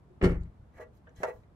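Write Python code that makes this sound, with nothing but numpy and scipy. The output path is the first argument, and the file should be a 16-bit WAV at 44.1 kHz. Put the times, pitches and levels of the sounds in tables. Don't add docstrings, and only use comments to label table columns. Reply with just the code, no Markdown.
import sys
import numpy as np
from scipy import signal
from scipy.fft import rfft, irfft, next_fast_len
from scipy.io import wavfile
from scipy.ndimage import map_coordinates

SR = 44100
rng = np.random.default_rng(int(sys.argv[2]) if len(sys.argv) > 2 else 0)


def to_linear_factor(level_db):
    exponent = np.asarray(level_db, float) / 20
    return 10 ** exponent


def pcm_store(signal):
    levels = np.round(np.clip(np.atleast_2d(signal), -1, 1) * 32767)
    wavfile.write(sys.argv[1], SR, levels.astype(np.int16).T)


N = 68355


def unit(x):
    return x / np.sqrt(np.mean(x ** 2) + 1e-20)


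def along(points, hz):
    point_hz, value = np.transpose(points)
    return np.interp(np.log(hz + 1), np.log(point_hz + 1), value)


def filtered(x, response):
    n = x.shape[-1]
    size = next_fast_len(n + SR // 2)
    spectrum = rfft(x, size) * response(np.fft.rfftfreq(size, 1 / SR))
    return irfft(spectrum, size)[..., :n]


def noise(spectrum, shape=N):
    white = rng.standard_normal(shape)
    return unit(filtered(white, lambda hz: to_linear_factor(along(spectrum, hz))))


def pair(spectrum):
    alike = 0.15
    shared, left, right = noise(spectrum, (3, N))
    return np.sqrt(alike) * shared + np.sqrt(1 - alike) * np.array([left, right])


def through(force, modes):
    node_hz = 220
    scatter_hz = 1140
    rise_s = 0.00084
    t = np.arange(SR // 2) / SR
    turn = rng.uniform(-0.37, 1, len(modes))
    ring = np.zeros((2, len(t)))
    for u, (hz, db, t60) in zip(turn, modes):
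        phase = np.array([[u], [-u]]) * np.pi / 2 * min(hz / scatter_hz, 1) ** 2
        fading = np.sign(hz - node_hz) * to_linear_factor(db - 60 * t / t60)
        ring += fading * np.sin(2 * np.pi * hz * t + phase)
    ring *= 1 - np.exp(-t / rise_s)
    return signal.fftconvolve(force[None], ring, axes=1)[:, :N]


def blows(rows):
    force = np.zeros(N)
    force[[round(s * SR) for s, _ in rows]] = to_linear_factor([db for _, db in rows])
    return force


def pushes(rows):
    force = np.zeros(N + SR)
    for s, db, contact_ms, way in rows:
        u = np.arange(1500) / SR / contact_ms * 1000
        shape = u ** 2 * np.exp(-2 * u)
        force[round(s * SR):][:1500] += np.sign(way) * to_linear_factor(db) * shape / shape.sum()
    return force[:N]


def swell(start, peak, end):
    angle = np.interp(np.arange(N) / SR, [start, peak, end], [0, np.pi / 2, np.pi])
    return np.sin(angle) ** 2


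def efforts(rows, column):
    return sum(to_linear_factor(row[column]) * swell(*row[:3]) for row in rows)


def dying(decays, channels):
    white = rng.standard_normal((channels, SR // 2))
    hz, t, z = signal.stft(white, SR, nperseg=256)
    fading = z * to_linear_factor(-60 * t / along(decays, hz)[:, None])
    tail = signal.istft(fading, SR, nperseg=256)[1][:, :SR // 2]
    return tail / np.linalg.norm(tail[0])


def banded(x):
    spacing_hz, depth_db = 200, 3
    knots = rng.standard_normal((2, int(SR / 2 / spacing_hz) + 4))

    def bands(hz):
        return to_linear_factor(depth_db * np.array([map_coordinates(k, [hz / spacing_hz]) for k in knots]))
    return filtered(x, bands)


# pitch_hz [Hz], level_db [dB per Hz]
HUM_COLOUR = [(20, -21), (35, -13.5), (60, 5), (150, -4), (400, -15), (1000, -20.5), (2500, -36.5),
              (5000, -45), (12300, -52), (12900, -59.5)]
# pitch_hz [Hz], likeness [-1 to 1]
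HUM_LIKENESS = [(60, 0.89), (300, 0.84), (1000, 0.077), (3000, 0.062)]


def hum():
    level_db, sway_db, sway_hz = -57.5, 0.5, 8

    def half_angle(hz):
        return np.arccos(np.clip(along(HUM_LIKENESS, hz), -1, 1)) / 2

    def widen(hz):
        return np.array([np.cos(half_angle(hz)), np.sin(half_angle(hz))])
    mid, side = filtered(noise(HUM_COLOUR, (2, N)), widen)
    sway = map_coordinates(rng.standard_normal(20), [np.arange(N) * sway_hz / SR])
    return to_linear_factor(level_db + sway_db * sway) * np.array([mid + side, mid - side])


# start_s [s], level_db [dB], pitch_hz
# [Hz], # decay_s [s to fall 60 dB], spread [share of the pitch]
TICK_TONES = [(.1, -55, 369, .4, 0.049), (.35, -61, 1917, 0.25, 0.13), (1.204, -48, 700, 0.054, 0.16),
              (1.085, -64, 1604, 0.09, 0.042), (0.406, -70, 6695, 0.043, .1),
              (0.4283, -71, 6870, 0.014, 0.062), (0.434, -61, 7400, 0.0134, 0.17),
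              (0.434, -61.5, 3720, 0.013, 0.22), (.97, -69.5, 8830, 0.029, 0.53),
              (1.067, -52.5, 1720, 0.1, 0.12), (1.069, -52.5, 1000, 0.046, 0.53),
              (1.07, -63, 3040, 0.036, 0.18), (1.094, -66, 6400, .012, 0.12), (1.092, -63, 2800, 0.02, 0.34),
              (1.161, -55.5, 6900, 0.015, 0.13), (0.735, -67, 2020, 0.44, 0.21),
              (1.162, -63, 3170, 0.18, 0.046), (1.16, -71, 4270, 0.19, 0.25),
              (1.434, -63, 2110, 0.034, 0.18), (1.434, -72.5, 3900, .03, 0.075)]


def ticks():
    out, t = np.zeros((2, N + SR)), np.arange(SR // 8) / SR
    for s, db, hz, t60, spread in TICK_TONES:
        ring = 0
        for off, phase, u in rng.uniform(-1, 1, (24, 3)):
            tone_hz = hz * (1 + spread * off)
            ring = ring + np.sin(2 * np.pi * tone_hz * t + 3 * phase + np.array([[u], [-u]])) / 4
        fading = to_linear_factor(db - 60 * t / t60) * (1 - np.exp(-t * 30 / t60))
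        out[:, round(s * SR):][:, :len(t)] += fading * ring
    return out[:, :N]


# pitch_hz [Hz], level_db [dB per Hz]
RATTLE_COLOUR = [(500, -5), (1000, -12.5), (2000, -15.5), (3000, -22), (5000, -30), (8500, -35),
                 (12400, -50), (12700, -84)]
# pitch_hz [Hz], decay_s [s to fall 60 dB]
RATTLE_DECAY = [(500, 0.26), (2000, 0.26), (4000, 0.12), (12000, 0.2)]
# start_s [s], force_db [dB], contact_ms [ms], rattle_db [dB]
CASE_THUMPS = [(0.212, -38, 0.14, -18.5), (.2165, -37.5, 0.12, -25.5), (0.2258, -25.5, 0.29, -17),
               (0.2313, -24.5, 0.32, -17), (0.2414, -16.5, 0.48, -14), (0.2527, -20, 0.47, -18.5),
               (0.2629, -21, 0.64, -37), (0.277, -17, 1.07, -43), (.305, -26.5, 0.74, -26),
               (0.318, -26.5, 0.78, -42), (.33, -44, 0.84, -41), (.378, -34, 1.3, -75),
               (0.419, -30, 2.04, -50), (.455, -31.5, 2.63, -51.5), (1.202, -43.5, 0.65, -80)]


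def rattle():
    level_db, rise_s = 26, 0.0012
    dull_hz = 3340
    chatter_hz, chatter_db = 350, 3
    rise = np.clip(np.arange(SR // 2) / SR / rise_s, 0, 1)
    shake = 0
    for s, _, _, rattle_db in CASE_THUMPS:
        tails = dying(RATTLE_DECAY, channels=3) * rise
        if s < CASE_THUMPS[2][0]:
            tails = signal.lfilter(*signal.butter(3, dull_hz, fs=SR), tails)
        shared, left, right = tails
        ports = shared + np.array([left, right])
        shake = shake + signal.fftconvolve(blows([(s, rattle_db)])[None], ports, axes=1)[:, :N]
    knots = rng.standard_normal(N * chatter_hz // SR + 4)
    shake = shake * to_linear_factor(chatter_db * map_coordinates(knots, [np.arange(N) * chatter_hz / SR]))
    colour = [(250, -52)] + RATTLE_COLOUR
    return to_linear_factor(level_db) * filtered(banded(shake), lambda hz: to_linear_factor(along(colour, hz)))


def shudder():
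    start_s, level_db, t60, pitch_hz = 0.28, -74.5, 0.42, 190
    since = np.arange(N) / SR - start_s
    fading = to_linear_factor(level_db - 60 * since / t60) * np.clip(since / 0.067, 0, 1)
    return fading * noise([(pitch_hz, 0), (3 * pitch_hz, -30), (5000, -90)])


# pitch_hz [Hz], level_db [dB], decay_s [s to fall 60 dB]
BENCH_MODES = [(171.3, -1.5, 0.16), (176, -20.5, 0.034), (274.5, -21, 0.25), (316.2, -12, 0.23),
               (370.3, -2, 0.085), (395, 5, 0.049), (474, -8.5, 0.17), (636.5, -13, 0.13),
               (711, -9.5, 0.068), (851, -14.5, 0.23)]
# start_s [s], force_db [dB], contact_ms [ms],
# direction [1 pressed, -1 released]
CASE_BOUNCES = [(.2255, -26.5, 0.33, 1), (.2305, -18.5, 2.8, -1), (.2575, -18, 1.77, -1),
                (.2835, -26.5, 2.3, 1), (.297, -20, 2.7, -1), (.3255, -22.5, 2, 1), (.3665, -21.5, 3.36, 1),
                (.408, -26, 2.53, 1), (.449, -41, 1.4, 1), (.49, -44, 1.2, 1), (.47, -43, 1.2, -1),
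                (.595, -46.5, 1, 1), (.625, -46.5, 1.5, 1), (.757, -47.5, 3, 1), (1.184, -43.5, 1.7, 1),
                (1.344, -49, 2.6, -1), (1.384, -49.5, 1, -1)]
# pitch_hz [Hz], level_db [dB], decay_s [s to fall 60 dB]
LEG_MODES = [(49.54, -9.5, 0.24), (79.2, 0.5, 0.1194), (108.6, -0.5, 0.13)]


def thumps():
    force = pushes([(*row[:3], 1) for row in CASE_THUMPS]) + shudder()
    return through(force, BENCH_MODES) - through(pushes(CASE_BOUNCES), LEG_MODES) + rattle()


# start_s [s], peak_s [s], end_s [s], creak_db [dB], rub_db [dB]
THREAD_TURNS = [
    (0.711, 0.762, 0.8, -48.5, -81.5),
    (0.764, 0.79, 0.79, -40.5, -74.5),
    (0.788, 0.812, 0.857, -39, -70.5),
    (0.906, 0.962, 1.02, -109, -83),
    (1.143, 1.175, 1.264, -52.5, -71),
    (1.173, 1.234, 1.24, -40, -71.5),
    (1.245, 1.286, 1.321, -30.5, -66),
    (1.29, 1.32, 1.49, -72, -80),
]
# start_s [s], level_db [dB]
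THREAD_JERKS = [(.783, -50.5), (.7905, -54), (.7962, -41.5), (.801, -45.5), (.8105, -49), (.8175, -46),
                (.8235, -48.5), (.843, -62), (.857, -58.5), (1.076, -56), (1.2045, -51.5), (1.2205, -44.5),
                (1.2585, -55), (1.269, -37), (1.2835, -34), (1.297, -40), (1.303, -42), (1.315, -50.5),
                (1.331, -51.5), (1.359, -54)]
# pitch_hz [Hz], level_db [dB], decay_s [s to fall 60 dB]
GROAN_MODES = [(425.4, -9, 0.21), (482.9, -2, 0.22), (505, 1, 0.06), (632, 1.5, 0.098), (700, -2, 0.025),
               (856, -6.5, 0.053), (1000, -9, .05), (1162, -8, 0.067), (1410, -15.5, 0.094),
               (1671, -6.5, 0.054), (1939, -6, 0.051), (2175, -11.5, 0.035), (2460, -18.5, 0.036),
               (2634, -21, 0.049)]


def creaks():
    slips_hz, spread_db = 900, 3
    grain_hz = 2500
    grain_db, jerk_db = -27, 2.5
    chance = rng.random((3, N))
    happens = chance[0] < slips_hz / SR
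    size = to_linear_factor(-spread_db * np.log(chance[2] + 0.0013))
    slips = unit(happens * np.sign(chance[1] - .5) * size)
    grains = filtered(efforts(THREAD_TURNS, 3) * slips, lambda hz: 1j * hz / (grain_hz + 1j * hz))
    jerks = np.convolve(blows(THREAD_JERKS), np.hanning(31) / 15)[:N]
    return through(to_linear_factor(grain_db) * grains + to_linear_factor(jerk_db) * jerks, GROAN_MODES)


# pitch_hz [Hz], level_db [dB per Hz]
RUB_COLOUR = [(1500, -4), (2200, -10), (3300, -1), (5000, -9), (6600, -4), (9000, -10), (12400, -10.5),
              (12700, -47)]


def rub():
    return banded(efforts(THREAD_TURNS, 4) * pair([(900, -40)] + RUB_COLOUR))


# start_s [s], peak_s [s], end_s [s], level_db [dB]
SHAFT_BRUSHES = [
    (.93, .955, .98, -105),
    (1.157, 1.165, 1.2, -106),
    (1.26, 1.28, 1.305, -102),
    (1.3, 1.325, 1.41, -101),
]
# pitch_hz [Hz], level_db [dB], decay_s [s to fall 60 dB]
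SHAFT_MODES = [(6616, -9, .03), (9948, -12, .04), (11810, -4, .03), (13430, -5, .05), (14700, -9, .015),
               (15200, -7, .02), (15650, -5, .03)]


def shaft():
    return through(efforts(SHAFT_BRUSHES, 3) * rng.standard_normal(N), SHAFT_MODES)


# start_s [s], level_db [dB]
THREAD_SNAPS = [
    (1.2325, -25),
    (1.237, -32.5),
    (1.2445, -39),
    (1.251, -40),
]
# pitch_hz [Hz], level_db [dB], decay_s [s to fall 60 dB]
LID_MODES = [(429, -10.5, 0.17), (510, 0.5, 0.12), (633.4, -0.5, 0.13), (699, -1, 0.082),
             (851.4, -4.5, 0.095), (924, -4.5, 0.057), (1070, -32, 0.02), (1194, -16, 0.077),
             (1270, -32, 0.21), (1576, -12, 0.057), (2050, -7, 0.018), (2340, -27, 0.022),
             (2680, -15, 0.054), (3200, -51, 0.035)]
# pitch_hz [Hz], level_db [dB per Hz]
CRACK_COLOUR = [(500, 4.5), (1000, -3), (2000, -9), (3000, -27), (5000, -32.5), (6600, -28), (12500, -49.5),
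                (13200, -96)]


def snaps():
    crack_db, crack_t60 = 18, 0.029
    force = blows(THREAD_SNAPS)
    jerk = np.convolve(force, np.hanning(15) / 7)[:N]
    fall = to_linear_factor(-60 * np.arange(3000) / SR / crack_t60)
    burst = signal.fftconvolve(force, fall)[:N] * pair([(100, 0)])
    colour = [(300, -7)] + CRACK_COLOUR
    crack = to_linear_factor(crack_db) * filtered(burst, lambda hz: to_linear_factor(along(colour, hz)))
    return through(jerk, LID_MODES) + crack


def thin_lows(x):
    low_hz = 380
    return filtered(x, lambda hz: (1j * hz / (low_hz + 1j * hz)) ** 2)


# pitch_hz [Hz], left_over_right_db [dB]
PORT_BALANCE = [(50, 2), (300, 1), (1500, -3.5), (2300, 2), (5000, -3), (7000, 2.5), (11700, -13)]


def at_ports(near):
    lag_s = 8 / SR
    side = np.array([[.5], [-.5]])

    def path(hz):
        return to_linear_factor(side * along(PORT_BALANCE, hz)) * np.exp(-2j * np.pi * hz * side * lag_s)
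    return filtered(near, path)


# pitch_hz [Hz], decay_s [s to fall 60 dB]
ROOM_DECAY = [(100, 0.29), (1000, 0.17), (4000, 0.063), (12000, 0.046)]


def room(near):
    level_db, delay, low_hz = -11, 300, 400
    late = np.pad(near[0], (delay, 0))[None]
    answer = signal.fftconvolve(late, dying(ROOM_DECAY, channels=2), axes=1)[:, :N]
    return to_linear_factor(level_db) * filtered(answer, lambda hz: hz ** 2 / (hz ** 2 + low_hz ** 2))


def scene():
    thread = thin_lows(creaks() + shaft() + rub() + snaps())
    near = ticks() + thumps() + thread
    return hum() + at_ports(near) + room(near)


def low_pass(x):
    return signal.sosfilt(signal.butter(12, 15750, fs=SR, output="sos"), x)


def record(dry):
    low_hz = 22
    finished = filtered(dry, lambda hz: 1j * hz / (low_hz + 1j * hz))
    return low_pass(finished)


dry = scene()
out = record(dry)
pcm_store(out)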